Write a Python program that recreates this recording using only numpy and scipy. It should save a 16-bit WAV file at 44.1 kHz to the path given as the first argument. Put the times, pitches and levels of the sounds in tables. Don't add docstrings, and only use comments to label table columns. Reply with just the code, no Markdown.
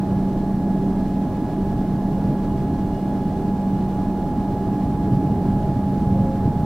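import sys
import numpy as np
from scipy import signal
from scipy.fft import rfft, irfft
from scipy.io import wavfile
from scipy.ndimage import uniform_filter1d

SR = 44100
rng = np.random.default_rng(int(sys.argv[2]) if len(sys.argv) > 2 else 0)


def dump_mix(stems):
    frames = np.atleast_2d(stems).T
    limited = np.clip(frames, -1, 1)
    pcm = np.round(limited * 32767).astype(np.int16)
    wavfile.write(sys.argv[1], SR, pcm)


N = 293265
T = np.arange(N) / SR
BIN_HZ = np.fft.rfftfreq(2048, 1 / SR)
FRAME_S = np.arange(N // 512 + 5) * 512 / SR


def amp(db):
    return 10 ** (np.asarray(db) / 20)


def unit_rms(x):
    return x / np.sqrt(np.mean(x ** 2) + 1e-20)


def over_pitch(points):
    hz, value = np.transpose(points)
    return np.interp(np.log(BIN_HZ + 1), np.log(hz + 1), value)


def over_time(rows, t=T, column=1):
    rows = np.array(rows)
    return np.interp(t, rows[:, 0], rows[:, column])


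def pan(lean_db):
    lean_db = np.atleast_1d(lean_db)
    return amp(np.array([lean_db, -lean_db]) / 2)


def drift(rate_hz):
    hz = np.fft.rfftfreq(N, 1 / SR)
    return unit_rms(irfft(rfft(rng.standard_normal(N)) * np.exp(-(hz / rate_hz) ** 2), N))


def tone(hz, sway, sway_hz):
    turns = np.cumsum(hz * np.ones(N)) / SR + rng.random()
    wobble = 1 + sway * (drift(sway_hz) + 1j * drift(sway_hz))
    return unit_rms((wobble * np.exp(2j * np.pi * turns)).real)


# (frequency [Hz], correlation [0 to 1])
CABIN_CORRELATION = [(100, 1), (350, 0.99), (700, 0.97), (1200, 0.83), (1900, 0.82), (2500, 0.49),
                     (3100, 0.58), (4800, 0.27), (8500, .08), (14000, .23)]
# (frequency [Hz], left minus right [dB])
CABIN_BALANCE = [(50, -.5), (150, -1), (400, -1.3), (850, -1.5), (1600, -0.5), (2250, -1), (2900, 0.5),
                 (4400, 0)]
def cabin_noise(shape_db):
    a, b, c, d = rng.standard_normal((4, len(FRAME_S), len(BIN_HZ)))
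    alike = over_pitch(CABIN_CORRELATION)
    left = a + 1j * b
    right = alike * left + np.sqrt(1 - alike ** 2) * (c + 1j * d)
    spectra = np.array([left, right]) * amp(shape_db) * pan(over_pitch(CABIN_BALANCE))[:, None]
    _, noise = signal.istft(spectra.transpose(0, 2, 1), nperseg=2048, noverlap=1536)
    return unit_rms(noise[:, :N])


# (time [s], relative level [dB])
TRACK_ROUGHNESS = [(0, -29), (1.4, -29), (2.3, -25), (3.4, -29), (4.9, -26.5), (5.5, -21.5), (5.97, -27),
                   (6.2, -23), (6.65, -24)]
# (frequency [Hz], depth [dB per dB])
SHAKE_DEPTH = [(30, -0.3), (70, 0.97), (150, 1.15), (230, 0), (500, 0.15), (1500, 0.13)]
# (frequency [Hz], relative level [dB])
RUMBLE_SPECTRUM = [(12, -22), (35, -3), (55, -6.5), (110, -1.5), (180, -1), (215, 0.2), (305, -3.5),
                   (350, -9), (395, -9), (490, -18), (670, -13), (790, -19), (1400, -33.5), (3000, -54)]
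def wheel_rumble(level_db=-23.5, patchy_db=1.0, lumpy_db=1.0, lumps_hz=7.3):
    lumps = np.interp(FRAME_S, T, drift(lumps_hz))
    shake_db = over_time(TRACK_ROUGHNESS, FRAME_S) + lumpy_db * lumps
    swell_db = (shake_db - shake_db.mean())[:, None] * over_pitch(SHAKE_DEPTH)
    patches = rng.standard_normal((len(FRAME_S), len(BIN_HZ)))
    patches = uniform_filter1d(patches, size=8, axis=0)
    patches = unit_rms(uniform_filter1d(patches, size=12, axis=1))
    return amp(level_db) * cabin_noise(over_pitch(RUMBLE_SPECTRUM) + swell_db + patchy_db * patches)


# (frequency [Hz], relative level [dB])
HISS_SPECTRUM = [(500, -10), (1700, -3.5), (2200, -5.5), (2700, -7), (4200, -8), (4900, -10.5),
                 (5700, -11.5), (6500, -15.5), (9000, -17.5), (12000, -24.5), (15500, -25)]
def vent_hiss(level_db=-53.5, flutter_db=0.86, flutter_hz=19):
    return amp(level_db + flutter_db * drift(flutter_hz)) * cabin_noise(over_pitch(HISS_SPECTRUM))


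# (pitch [Hz], width [Hz], level before the swell [dB])
GRILLE_WHISTLES = [(2880, 9.8, -71.5), (3395, 28, -73)]
def vent_whistles(peak_s=2.7, spread_s=1.3, rest_gain=0.6, peak_gain=1.3, sway=3.0):
    arch = np.exp(-((T - peak_s) / spread_s) ** 2)
    swell = rest_gain + (peak_gain - rest_gain) * arch
    return swell * sum(amp(db) * tone(hz, sway, width) for hz, width, db in GRILLE_WHISTLES)


# (time [s], pitch [Hz], level [dB])
MOTOR_WHINE = [(0, 837, -37.5), (1.9, 836, -37.5), (4.2, 834.2, -34), (6.65, 833.2, -33.5)]
# (harmonic [number], relative level [dB], left minus right [dB])
WHINE_HARMONICS = [(1, -0.1, -2.5), (2, -23, -4), (3, -42, 0)]
# (order [multiple of shaft speed], level [dB])
SHAFT_THROB = [(1, -36), (2, -47.5), (3, -42), (6, -43), (11, -38), (32, -54.5)]
def motor(slots=33, overtone_db_per_s=-0.5, sway=0.081, overtone_sway=0.19, shaft_sway=0.24):
    hz, level_db = over_time(MOTOR_WHINE), over_time(MOTOR_WHINE, column=2)
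    (_, first_db, first_lean_db), *upper_rows = WHINE_HARMONICS
    whine = amp(level_db + first_db) * pan(first_lean_db) * tone(hz, sway, sway_hz=17)
    overtone_db = level_db.mean() + overtone_db_per_s * (T - T.mean())
    overtones = sum(amp(overtone_db + db) * pan(lean_db) * tone(round(k) * hz, overtone_sway, sway_hz=6.6)
                    for k, db, lean_db in upper_rows)
    throb = sum(amp(db) * tone(round(k) * hz / slots, shaft_sway, sway_hz=2.3) for k, db in SHAFT_THROB)
    return whine + overtones + pan(-0.8) * throb


# (time [s], level [dB])
HUM_AS_HEARD = [(0, -22.5), (1.1, -25), (1.42, -27.5), (1.7, -26), (4.1, -25), (5.6, -27.5), (6.65, -27)]
def blower(start_hz=194.1, sag_hz_per_s=0.15, octave_db=-41.5):
    hz = start_hz - sag_hz_per_s * T
    hum = amp(over_time(HUM_AS_HEARD)) * tone(hz, sway=0.14, sway_hz=3.9)
    octave = amp(octave_db) * tone(2 * hz, sway=0.47, sway_hz=3.1)
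    return pan(-1.0) * hum + pan(-0.5) * octave


# (pitch [Hz], level [dB], left
# minus right [dB])
GEAR_HUMS = [(132.3, -39.5, -0.7), (158.7, -36.5, -1.3), (246.7, -42, -2), (299.8, -41.5, -1),
             (722, -63, -3), (774, -53.5, -2.8), (861, -59, -5), (974, -60.5, -5), (1059, -61.5, -4),
             (2964, -74.5, 0), (3700, -87, -2)]
def electrical_gear(sway=0.41, sway_hz=1.9):
    return sum(amp(db) * pan(lean_db) * tone(hz, sway, sway_hz) for hz, db, lean_db in GEAR_HUMS)


# (time [s], level [dB], decay by 60 dB [s])
RAIL_HITS = [(2.258, -23.5, 0.3), (2.804, -21, 0.22), (2.9, -23, .3), (4.35, -25, .2), (4.53, -14.5, 0.1),
             (5.12, -15, 0.18), (5.479, -18, .2), (5.758, -17.5, 0.17), (6.108, -13, 0.24),
             (6.19, -22.5, 0.28), (6.285, -22, 0.2), (6.451, -20, 0.52)]
# (frequency [Hz], width [Hz], relative level [dB])
FLOOR_MODES = [(75, 31, -16), (126, 28, 0), (165, 50, -20), (218, 67, -4.5)]
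def rail_thuds(attack_s=0.0086):
    f = np.fft.rfftfreq(N, 1 / SR)
    floor = sum(amp(db) / (1 + ((f - hz) / width) ** 2) ** 2 for hz, width, db in FLOOR_MODES)
    shudder = unit_rms(irfft(rfft(rng.standard_normal(N)) * floor, N))
    envelope = np.zeros(N)
    for onset_s, db, decay_s in RAIL_HITS:
        age = np.maximum(T - onset_s, 0)
        attack = np.minimum(age / attack_s, 1)
        fall_db = 60 * np.maximum(age - attack_s, 0) / decay_s
        envelope += attack * amp(db - fall_db)
    return pan(-1.1) * envelope * shudder


# (time [s], level [dB])
RING_ENVELOPE = [(6.08, -69), (6.16, -35.5), (6.3, -34), (6.35, -37), (6.42, -67)]
def wheel_ring(hz=537):
    gate = (T > RING_ENVELOPE[0][0]) & (T < RING_ENVELOPE[-1][0])
    return pan(-0.2) * amp(over_time(RING_ENVELOPE)) * gate * tone(hz, sway=0.15, sway_hz=17)


def scene():
    bed = wheel_rumble() + vent_hiss() + vent_whistles() + motor() + blower() + electrical_gear()
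    return bed + rail_thuds() + wheel_ring()


def record(dry, low_cut_hz=14, high_cut_hz=15750):
    low_cut = signal.butter(2, low_cut_hz, "highpass", fs=SR, output="sos")
    high_cut = signal.firwin(1023, high_cut_hz, window=("kaiser", 9), fs=SR)
    return signal.oaconvolve(signal.sosfilt(low_cut, dry), high_cut[None], "same")


dry = scene()
out = record(dry)
dump_mix(out)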